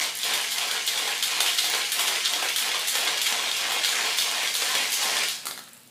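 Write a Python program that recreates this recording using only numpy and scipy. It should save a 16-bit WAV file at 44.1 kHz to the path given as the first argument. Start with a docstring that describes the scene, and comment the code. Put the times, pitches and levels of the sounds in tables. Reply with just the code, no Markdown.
"""In a hard-floored room, small marbles are swept round a tile floor in a plastic triangle.
The hand makes about three turns a second. Rumble, rattle and scrape are random contact trains
that excite coloured resonances; collisions at the turns and in mid-stroke are short bursts of contacts.
Then the hand lets go with a faint rustle, and the plastic settles with a few light taps and clicks.
Echoes that change round the circle, and a steady murmur with hum, fill the room."""
import sys
import numpy as np
from scipy import signal
from scipy.io import wavfile
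from scipy.ndimage import uniform_filter1d

SR = 44100
rng = np.random.default_rng(int(sys.argv[2]) if len(sys.argv) > 2 else 0)


def materialize(psi):
    """Save the field psi as 16-bit PCM at rate SR to the path in sys.argv[1].

    A 1-D psi becomes a single channel; in a 2-D psi each row is a channel.
    """
    bounded = np.clip(np.atleast_2d(psi).T, -1, 1)
    quanta = np.round(bounded * 32767).astype(np.int16)
    wavfile.write(sys.argv[1], SR, quanta)


N = 260234
TIME = np.arange(N) / SR
LET_GO_S = 5.384  # the hand stops


def sweeping():
    """Superposition: rolling, rattling and scraping add, all governed by the speed of the stroke."""
    along, speed, (roll_db, rattle_db, scrape_db) = strokes()
    return rolling(speed, roll_db) + rattling(along, speed, rattle_db) + scraping(along, speed, scrape_db)


# Turns of the hand, each starting a stroke. Each row: start in seconds, relative levels of the stroke's
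# rolling, rattle and scraping in dB, share of the stroke before top speed (0-1).
TURNS = [(0.2289, 2.5, 0.5, -1.5, 0.16), (0.5067, 1, -2.5, -2.5, 0.41), (0.8757, 0.5, -1, -2.5, 0.38),
         (1.2257, 0.5, 0, -1.5, 0.39), (1.582, 0, -1, -1.5, 0.33), (1.9212, 2, -0.5, -1.5, 0.38),
         (2.2480, 2, -3, -3, 0.43), (2.5606, 0, -0.5, -2.5, 0.49), (2.8793, 2.5, -0.5, -1.5, 0.54),
         (3.2145, 2.5, -0.5, -3, 0.73), (3.511, 3, 0, -3, 0.7), (3.845, 3, 0.5, -0.5, 0.56),
         (4.1829, 1, -1, -2, 0.38), (4.5533, 2.5, -0.5, -0.5, 0.5), (4.9195, 3.5, -1.5, 1, 0.56),
         (5.2835, -5, 1, 3.5, 0.1)]
OUTER_STROKE_S = 0.35  # length of the strokes before the first turn and after the last


def strokes():
    """Cyclic motion: progress (0-1) and speed (0-1) of each stroke, with its rolling, rattle and scraping dB."""
    start, *levels, top = np.transpose(TURNS)
    edges = np.r_[start[0] - OUTER_STROKE_S, start, start[-1] + OUTER_STROKE_S]
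    count = np.interp(TIME, edges, np.arange(len(edges)))
    along = count % 1
    which = np.clip(count.astype(int) - 1, 0, len(start) - 1)
    top = top[which]
    # the speed rises from zero to its top and falls back to zero at the next turn
    speed = np.sin(np.pi / 2 * np.minimum(along / top, (1 - along) / (1 - top)))
    return along, speed, [uniform_filter1d(db[which], size=1500) for db in levels]


# How hard the hand drives: an early hesitation, steady work, then a stop.
# Each row: time in seconds, relative drive in dB.
EFFORT = [(0, 6.5), (0.06, -1.5), (0.12, -10), (0.21, -4), (0.24, -1), (5.24, 0), (5.32, -9), (5.38, -18.5)]


def drive_db(grip=1):
    """Energy supply: a share of the hand's effort reaches the contacts until friction stops them."""
    stop_db_per_s = 150
    return grip * np.interp(TIME, *np.transpose(EFFORT)) - stop_db_per_s * np.maximum(TIME - LET_GO_S, 0)


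# Colour of the rumble. Each row: frequency in Hz, relative level in dB.
RUMBLE = [(25, -70), (60, -51), (150, -19), (300, -8.5), (430, -4), (570, -2), (700, 2), (1100, 2),
          (1600, 1), (2500, -3), (5000, -42.5)]
# Resonances that the rolling excites. Each row: frequency in Hz, width in Hz, lift in dB.
ROLL_MODES = [(444.4, 15, 8), (482.4, 25, 7), (708, 22, 5.5), (836, 31, 3), (1068, 126, 5), (1214, 135, -5),
              (1300, 24, 5.5)]
ROLL_DRIFT = 0.0046  # random shift of a resonance as other spots are pressed, rms share
ROLL_DB, ROLL_DIP_DB, ROLL_CURVE = -38.5, 15.5, 1.63  # base level, drop at the turns, its sharpness
FIRST_ROLL_DB = -1  # stroke already under way at the start


def rolling(speed, stroke_db):
    """Rolling noise: dense contacts with the tile excite low resonances, louder with speed."""
    stroke_db = np.where(TIME < TURNS[0][0], FIRST_ROLL_DB, stroke_db)
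    level_db = stroke_db + ROLL_DB + drive_db(grip=0.6) - ROLL_DIP_DB * (1 - speed) ** ROLL_CURVE
    rumble = contacts(RUMBLE, ROLL_MODES, per_s=1000, spread_db=1.5, clump_db=1.5, clump_s=0.013,
                      ripple_db=1.5, drift=ROLL_DRIFT)
    return steady(rumble) * gain_of(level_db)


# Colour of the rattle. Each row: frequency in Hz, relative level in dB.
RATTLE = [(25, -77), (100, -46), (400, -57), (1200, -14.5), (1700, -4), (2200, -0.5), (3100, -0.5),
          (4200, -4), (5500, -12.5), (8000, -14.5), (15000, -72)]
# Resonances of the loaded frame. Each row: frequency in Hz, width in Hz, lift in dB.
FRAME_MODES = [(2036, 42, 0), (2120, 30, 3.5), (2290, 27, 0.5), (2630, 56, -4.5), (2940, 60, 2.5),
               (3280, 82, 5.5), (3570, 64, 0.5), (3676, 77, 3.5), (4360, 54, 0.5), (5570, 81, -7)]
FRAME_DRIFT = 0.0096  # random shift of a resonance as other spots are pressed, rms share
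# Moments when the marbles bunch up and the rattle changes. Each row: centre in seconds, lift in dB.
SURGES = [(0.03, -3), (0.61, 4), (0.77, 3), (1.12, -0.5), (1.48, 1.5), (1.81, 1), (2.26, 8.5), (2.50, 3.5),
          (2.965, 1.5), (3.27, 6.5), (3.33, -7), (3.85, 6), (4.44, 2.5), (4.76, 3.5), (4.83, 0.5),
          (5.23, 4)]
SURGE_S = 0.024  # from the centre to 1/e of the lift
RATTLE_DB, RATTLE_DIP_DB, RATTLE_LATE_DB = -31, 5.5, 0.5  # base, drop at the turns, growth in a stroke


def rattling(along, speed, stroke_db):
    """Multiple impacts: marbles knock on each other and on the frame, whose modes colour the train."""
    surge_db = sum(db * np.exp(-((TIME - s) / SURGE_S) ** 2) for s, db in SURGES)
    level_db = stroke_db + RATTLE_DB + drive_db() + surge_db
    level_db += RATTLE_LATE_DB * (along - 0.5) - RATTLE_DIP_DB * (1 - speed) ** 2
    rattle = contacts(RATTLE, FRAME_MODES, per_s=560, spread_db=0.3, clump_db=0.9, clump_s=0.007,
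                      ripple_db=2.5, drift=FRAME_DRIFT, size=768)
    return steady(rattle) * gain_of(level_db)


# Colours of the scrape and of the glassy fizz. Each row: frequency in Hz, relative level in dB.
SCRAPE = [(25, -70), (500, -54), (2000, -3), (3500, -2.5), (4500, 4), (6500, 1), (8500, -2.5), (10500, -4),
          (12500, -10), (14000, -10), (15500, -13.5)]
FIZZ = [(25, -67), (1500, -13), (4500, -16.5), (7000, 1.5), (10000, 2), (13000, 0), (15500, -6)]
SCRAPE_DB, SCRAPE_FADE_DB, SCRAPE_SPEED_DB = -32.5, 3, 0.45  # base, fade in a stroke, rise with speed
TICKS_DB = -11  # relative to the smooth part of the scrape


def scraping(along, speed, stroke_db):
    """Sliding friction: fine contacts, fresh after each turn, with glass-on-glass ticks standing out."""
    level_db = stroke_db + SCRAPE_DB + drive_db() - SCRAPE_FADE_DB * along + SCRAPE_SPEED_DB * speed
    scrape = contacts(SCRAPE, (), per_s=1500, spread_db=0.5, clump_db=1.8, clump_s=0.0092, ripple_db=1.5)
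    ticks = contacts(FIZZ, (), per_s=110, spread_db=4.5, clump_db=1.5, clump_s=0.02, ripple_db=5.5, size=1024)
    return (steady(scrape) + gain_of(TICKS_DB) * evened(ticks)) * gain_of(level_db)


# Skids as a stroke runs out. Each row: start in seconds, length in seconds, pitch at the start in Hz,
# pitch at the end in Hz, rms level in dB before the swell and fade.
SKIDS = [(1.06, .12, 1400, 3000, -38), (1.418, .10, 1500, 3600, -33.5), (1.752, .12, 1500, 2900, -34.5),
         (2.11, .10, 1600, 2600, -36), (2.43, 0.11, 1500, 3400, -33.5), (3.29, 0.083, 2200, 3100, -36),
         (4.35, 0.11, 1700, 3100, -37), (4.77, .10, 1700, 3000, -35), (5.172, .11, 1500, 3200, -33.5)]


def skids(width_hz=900):
    """Stick-slip friction: quick slips ring one resonance that climbs as the pack slows."""
    slip_colour = [(25, -43), (600, 0), (6000, 0), (15000, -20)]  # Hz, relative dB
    slips = contacts(slip_colour, (), per_s=800, spread_db=0, clump_db=3, clump_s=0.0055,
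                     ripple_db=1.5, size=16384)
    out = np.zeros(N)
    for s, length, from_hz, to_hz, db in SKIDS:
        along = np.arange(0, 1, 1 / (length * SR))
        hz = from_hz + (to_hz - from_hz) * along
        grains = slips[round(s * SR):][:len(along)]
        once = resonate(grains, hz, width_hz)
        sound = evened(resonate(once, hz, width_hz))
        add(out, s, gain_of(db) * np.sin(np.pi * along) * sound)
    return out


# Groups of impacts on the frame, mostly at the turns.
# Each row: start in seconds, relative clack level in dB, relative glassy fizz level in dB.
CLACKS = [(0.215, -25, -35), (0.2315, -18, -31), (0.241, -31, -23), (0.508, -28, -24), (0.5185, -22, -22),
          (0.864, -25, -20.5), (0.8754, -16, -24), (0.884, -19.5, -27), (1.2250, -16, -20.5),
          (1.2350, -20.5, -23), (1.2393, -21.5, -28), (1.4039, -13, -17), (1.4175, -37, -26),
          (1.5758, -21.5, -23), (1.5845, -15.5, -26), (1.5885, -15.5, -23), (1.9183, -20.5, -19),
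          (1.9234, -23, -25), (1.929, -28, -31), (2.2435, -26, -38), (2.2487, -20, -38),
          (2.2535, -21.5, -40), (2.2565, -16, -36), (2.268, -28, -37), (2.5604, -17, -19.5),
          (2.573, -32, -21), (2.582, -19, -27), (2.592, -28, -20), (2.873, -23, -19),
          (2.8807, -19.5, -18.5), (2.892, -37, -23), (3.214, -17.5, -20.5), (3.22, -24, -24),
          (3.5136, -18.5, -40), (3.5226, -36, -35), (3.837, -18, -24), (3.8465, -16, -25),
          (4.174, -25, -21), (4.1843, -13.5, -23), (4.209, -25, -26), (4.540, -26, -21.5),
          (4.551, -17.5, -23), (4.563, -28, -22), (4.919, -23, -19), (4.928, -18.5, -24), (4.939, -34, -23),
          (5.284, -22.5, -22.5)]
# Jolts of the sliding frame over the tile, probably at the joints. Each row: start in seconds, relative
# levels of clack, glassy fizz and thud in dB, pitch of the clack's favoured band in Hz.
JOLTS = [(0.3354, -18, -19, -41, 3720), (0.581, -18.5, -24, -28, 2700), (0.7116, -19, -24, -25, 3500),
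         (0.9746, -19.5, -26, -47, 3400), (1.075, -22, -25, -21, 3300), (1.4034, -32, -24, -17, 3400),
         (1.4175, -30, -32, -37, 3700), (1.434, -29, -33, -29, 3000), (1.4630, -22, -21, -42, 2600),
         (1.474, -21, -34, -36, 2900), (1.4795, -18, -28, -34, 3000), (1.532, -25, -32, -42, 3300),
         (1.643, -19.5, -22, -20, 4300), (1.737, -21, -27, -16, 3780), (1.7475, -20, -25, -18, 3400),
         (1.9924, -16.5, -17.5, -17.5, 3400), (2.0075, -20, -22, -33, 3300),
         (2.0726, -17.5, -27, -26, 3560), (2.0795, -17, -21, -17, 3500), (2.1524, -21, -36, -34, 3500),
         (2.3349, -18, -33, -41, 3400), (2.4243, -22, -23, -14.5, 3250), (2.4856, -17.5, -27, -29, 2600),
         (2.6215, -24, -34, -25, 3200), (2.66, -34, -39, -20, 3200), (2.7447, -21, -38, -17, 3300),
         (2.9525, -17, -20, -15.5, 2100), (3.0074, -23, -34, -34, 2940), (3.0753, -16.5, -34, -19.5, 3800),
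         (3.1736, -19.5, -34, -42, 3390), (3.2639, -16.5, -20.5, -40, 2800), (3.3237, -17, -34, -17, 2700),
         (3.4879, -29, -36, -40, 3310), (3.5644, -20.5, -27, -29, 3300), (3.7196, -23, -22.5, -19, 3300),
         (3.8884, -21, -26, -22, 3300), (4.197, -21, -28, -42, 4600), (4.2207, -20, -29, -45, 3400),
         (4.4731, -19, -36, -42, 3360), (4.6208, -18.5, -28.5, -16.5, 3610),
         (4.7505, -18.5, -23, -17.5, 2460), (5.0274, -18.5, -21.5, -21, 3240),
         (5.1676, -19.5, -37, -38, 3280), (5.2335, -19, -29, -33, 2430)]
CLACK_HZ, CLACK_THUD_DB = 3730, -13.5  # favoured band; thud relative to the row's clack level
CLACK_SWELL_S, CLACK_CHATTER_S = 0.001536, 0.0036  # time constants: the pack piles up, then thins out
JOLT_SWELL_S, JOLT_CHATTER_S = 0.001003, 0.0053


def clacks():
    """Impact excitation: clusters of clacks mostly at the turns, and jolts between them."""
    out = np.zeros(N)
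    for s, db, fizz_db in CLACKS:
        add(out, s, collision(db, fizz_db, db + CLACK_THUD_DB, CLACK_HZ, CLACK_SWELL_S, CLACK_CHATTER_S))
    for s, db, fizz_db, thud_db, hz in JOLTS:
        add(out, s, collision(db, fizz_db, thud_db, hz, JOLT_SWELL_S, JOLT_CHATTER_S))
    return out


# Colours of the clack and the thud. Each row: frequency in Hz, relative level in dB.
CLACK = [(25, -64), (400, -24.5), (1400, -8), (2000, -3), (2800, -3.5), (3250, -0.5), (3800, -3),
         (4700, -1), (6200, -2.5), (10000, -11.5), (16000, -38)]
THUD = [(25, -28), (90, -28), (200, -2.5), (400, 4), (1300, 12), (2200, 3.5), (4000, -1), (10000, -49)]
SPOT_WIDTH_HZ, SPOT_LIFT_DB = 1500, 8  # the spot that is struck favours one broad band
FIZZ_STRETCH = 4.5  # fade time of the fizz relative to the chatter


def collision(db, bright_db, low_db, hz, swell_s, chatter_s, blow_db=10, clack_db=18, fizz_db=17, thud_db=11):
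    """Modal response: one hard blow amid a quickly thinning chatter rings the frame, with fizz and thud."""
    spot = (hz, SPOT_WIDTH_HZ, SPOT_LIFT_DB)
    body = ring(CLACK, drifted(FRAME_MODES, FRAME_DRIFT) + [spot])
    floor = ring(THUD, drifted(ROLL_MODES, ROLL_DRIFT))
    chatter = burst(body, swell_s, chatter_s, per_s=9000)
    fizz = burst(ring(FIZZ), 0.00032, chatter_s * FIZZ_STRETCH, per_s=4900)
    thud = burst(floor, 0.00037, chatter_s, per_s=1800)
    sound = gain_of(db + clack_db) * chatter
    sound += gain_of(bright_db + fizz_db) * fizz
    sound += gain_of(low_db + thud_db) * thud
    add(sound, swell_s, gain_of(db + blow_db) * body)
    return sound


# Single marbles clicking in the lulls and as they settle.
# Each row: start in seconds, relative level in dB.
CLICKS = [(0.152, -22.5), (0.172, -22), (0.188, -24), (1.919, -19.5), (2.5605, -24), (5.4315, -42),
          (5.585, -40), (5.639, -37), (5.685, -41), (5.690, -42), (5.7325, -34.5), (5.771, -49),
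          (5.7762, -42), (5.8035, -46), (5.8335, -44), (5.8605, -50), (5.875, -42), (5.884, -52)]


def clicks(click_db=15):
    """Elastic impact: marbles meet in short glassy clicks made of a few micro-impacts."""
    out = np.zeros(N)
    for s, db in CLICKS:
        add(out, s, gain_of(db + click_db) * burst(ring(FIZZ), 0.00044, fade_s=0.0012, per_s=2300))
    return out


# Taps of the settling plastic.
# Each row: start in seconds, relative level in dB, treble level relative to that in dB.
TAPS = [(5.4554, -21.5, 3), (5.4612, -33, -3), (5.4688, -16, -3), (5.4712, -29, 2), (5.4748, -32, 3),
        (5.479, -35, 0), (5.4862, -23, -7), (5.511, -17, -13), (5.5185, -36, -13), (5.5767, -23.5, -8),
        (5.581, -34, -10), (5.5915, -23.5, -16), (5.5955, -35, -16), (5.677, -33.5, -16), (5.749, -42, -20),
        (5.768, -40, -10)]
# Colour of a tap. Each row: frequency in Hz, relative level in dB.
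TAP = [(25, -56), (100, -28), (300, -11), (600, -2), (1000, -2), (2100, 4.5), (2500, -5), (4200, 4.5),
       (5500, -2), (9000, -10), (16000, -10)]
# Hollow ring of the free plastic. Each row: nominal frequency in Hz, relative level in dB, t60 in seconds.
TAP_RING = [(1400, -5, 0.014), (2020, -15, 0.009), (4070, -6, 0.006)]
TAP_DETUNE = 0.05  # largest shift of the ring with the spot that lands, as a share
TAP_CHATTER_S = 0.0011  # fade time of buzz and tick


def taps(blow_db=6, buzz_db=7, tick_db=11, ring_db=-6, scuff_db=7, scuff_s=0.022):
    """Damped free vibration: a dry contact sets off a hollow ring, a buzz, a sharp tick and a scuff."""
    out, t = np.zeros(N), np.arange(SR // 10) / SR
    no_bass = signal.butter(2, 300, "high", fs=SR, output="sos")
    for s, db, bright_db in TAPS:
        shift = 1 + TAP_DETUNE * rng.uniform(-1, 1)
        hollow = sum(gain_of(level - 60 * t / t60) * np.sin(2 * np.pi * hz * shift * t)
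                     for hz, level, t60 in TAP_RING)
        buzz = burst(ring(TAP), 0.0006, TAP_CHATTER_S, per_s=14000)
        tick = burst(ring(FIZZ), 0.0001, TAP_CHATTER_S, per_s=24000)
        scuff = burst(ring(FIZZ), 0.003, scuff_s, per_s=1500)
        add(out, s, gain_of(db + blow_db) * ring(TAP))
        add(out, s, gain_of(db + ring_db) * signal.sosfilt(no_bass, hollow))
        add(out, s, gain_of(db + buzz_db) * buzz)
        add(out, s, gain_of(db + bright_db + tick_db) * tick)
        add(out, s, gain_of(db + bright_db + scuff_db) * scuff)
    return out


# Colour of skin and sleeve brushing past. Each row: frequency in Hz, relative level in dB.
BRUSH = [(25, -43), (200, 4), (600, 1), (1500, 8.5), (3000, 9), (6000, -11), (10000, -15), (13000, -17),
         (15500, -21)]


def brushing(brush_db=-47, fade_db_per_s=35, rise_s=0.044):
    """Light friction: the hand slides off the plastic with a faint, fading rustle."""
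    since = TIME - LET_GO_S
    rustle = contacts(BRUSH, (), per_s=1900, spread_db=-1, clump_db=0, clump_s=0.012, ripple_db=1.5)
    fade = gain_of(brush_db - fade_db_per_s * np.maximum(since, 0))
    return steady(rustle) * np.clip(since / rise_s, 0, 1) * fade


def room(x, turns_per_s=2.9, count=11):
    """Position-dependent reverberation: the echoes change round the circle that the hand draws."""
    out = np.zeros(N)
    for place in range(count):
        away = (count * turns_per_s * TIME - place + 1) % count - 1  # in steps between places
        nearness = np.cos(np.pi / 2 * np.clip(away, -1, 1))
        out += signal.fftconvolve(x * nearness, echoes())[:N]
    return out


# Reverberation of the room. Each row: frequency in Hz, t60 in seconds.
ROOM = [(150, 0.5), (800, 0.39), (2500, 0.32), (5500, 0.48), (10000, 0.45), (16000, 0.28)]


def echoes(tail_db=-1, early_db=-10, early_s=0.012, count=14):
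    """Early reflections from floor and glass door, then a diffuse tail decaying at each band's own rate."""
    hz, t, z = signal.stft(rng.standard_normal(SR), SR, nperseg=256)
    decay = gain_of(-60 * t / read(ROOM, hz)[:, None])
    tail = signal.istft(z * decay, SR, nperseg=256)[1]
    tail *= 1 - np.exp(-np.arange(len(tail)) / SR / 0.0049)  # gradual onset
    response = gain_of(tail_db) * tail / np.linalg.norm(tail)
    delays = (SR * (0.0011 + early_s * rng.random(count))).astype(int)
    response[delays] += gain_of(early_db) * rng.choice([-1, 1], count) / np.sqrt(count)
    return response


# Colour of the still room. Each row: frequency in Hz, relative spectral level in dB.
AIR = [(25, -22), (60, -21), (95, -10.5), (125, -3), (180, -3.5), (245, 1.5), (350, -9.5), (600, -7.5),
       (1500, -23.5), (4000, -9.5), (10000, -24), (15500, -15)]
AIR_DB = -55.5  # rms level
# Faint hum in the room. 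Each row: frequency in Hz, rms level in dB.
HUM = [(134.6, -74), (183, -71.5), (242.2, -68)]


def air():
    """Stationary background: filtered noise makes the murmur and steady sines make the hum."""
    hum = sum(gain_of(db) * np.sqrt(2) * np.sin(2 * np.pi * (hz * TIME + rng.random())) for hz, db in HUM)
    murmur = signal.oaconvolve(rng.standard_normal(N), ring(AIR))[:N]
    return hum + gain_of(AIR_DB) * evened(murmur)


def contacts(colour, modes, per_s, spread_db, clump_db, clump_s, ripple_db, drift=0, size=2048):
    """Random-impulse excitation: clumped tiny contacts whose colour shifts every size samples."""
    spread = spread_db * np.minimum(rng.exponential(1, N), 4)
    force = gain_of(spread + clump_db * wander(TIME, clump_s))
    train = force * rng.choice([-1, 1], N) * (rng.random(N) < per_s / SR)
    out = np.zeros(N)
    for start in range(0, N, size):
        response = ring(colour, drifted(modes, drift), ripple_db)
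        add(out, start / SR, signal.fftconvolve(train[start:start + size], response))
    return out


def burst(response, rise_s, fade_s, per_s):
    """Burst excitation: micro-impacts swell and die away, ringing one body; unit energy."""
    t = np.arange(SR // 16) / SR
    force = (1 - np.exp(-t / rise_s)) * np.exp(-t / fade_s)
    pile = force * rng.choice([-1, 1], len(t)) * (rng.random(len(t)) < per_s / SR)
    sound = signal.fftconvolve(pile, response)
    return sound / (np.linalg.norm(sound) + 1e-12)


def ring(colour, modes=(), ripple_db=0, size=4096):
    """Minimum-phase response: unit-energy ring of one contact, with ripple for the spot touched."""
    hz = np.fft.rfftfreq(size, 1 / SR)
    db = read(colour, hz) + ripple_db * wander(hz, 423.0, size=128)
    for centre, width, lift in modes:
        db = db + lift / (1 + (2 * (hz - centre) / width) ** 2)
    log_gain = np.log(gain_of(np.r_[db, db[-2:0:-1]]))
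    # the Hilbert transform of the log gain gives the phase of a causal response
    response = np.fft.ifft(np.exp(np.conj(signal.hilbert(log_gain)))).real
    return response / np.linalg.norm(response)


def drifted(modes, share):
    """Modal detuning: the same resonances, each a little higher or lower by chance."""
    return [(hz * (1 + share * rng.standard_normal()), width, lift) for hz, width, lift in modes]


def resonate(x, hz, width_hz):
    """Time-varying resonance: shift to zero frequency, smooth and shift back along the curve hz."""
    turn = np.exp(2j * np.pi * np.cumsum(hz) / SR)
    r = np.exp(-np.pi * width_hz / SR)
    return 2 * (turn * signal.lfilter([1 - r], [1, -r], x / turn)).real


def steady(x):
    """Level normalisation: holds the slow level near rms 1 and keeps the quick grain."""
    return x / np.sqrt(uniform_filter1d(x ** 2, size=2500) + 1e-9)


def evened(x):
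    """Power normalisation: scales to rms 1."""
    return x / np.sqrt(np.mean(x ** 2) + 1e-20)


def wander(axis, step, size=8192):
    """Random interpolation: a curve of rms 1 along an axis, with a new value at every step."""
    values = rng.standard_normal(size=size)
    return evened(np.interp(axis / step, np.arange(len(values)), values))


def read(points, hz):
    """Logarithmic frequency scale: interpolates a table along it."""
    f, value = np.transpose(points)
    return np.interp(np.log(hz + 1), np.log(f + 1), value)


def gain_of(db):
    """Decibel law: decibels to amplitude."""
    return 10 ** (np.asarray(db) / 20)


def add(mix, s, sound):
    """Superposition: mixes a sound in at time s."""
    part = mix[max(round(s * SR), 0):][:len(sound)]
    part += sound[:len(part)]


def scene():
    """Direct and reverberant sound: marbles and plastic are heard directly and through the room."""
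    marbles = sweeping() + skids() + clacks() + clicks()
    plastic = taps() + brushing()
    to_room = marbles + gain_of(-1) * plastic  # the loose plastic is heard drier
    return (marbles + plastic + room(to_room) + air())[None]


def record(dry):
    """Band limitation: a linear-phase low-pass at 15.5 kHz."""
    low_pass = signal.firwin(401, 15500, window=("kaiser", 9), fs=SR)
    return signal.oaconvolve(dry, low_pass[None], "same")


dry = scene()
out = record(dry)
materialize(out)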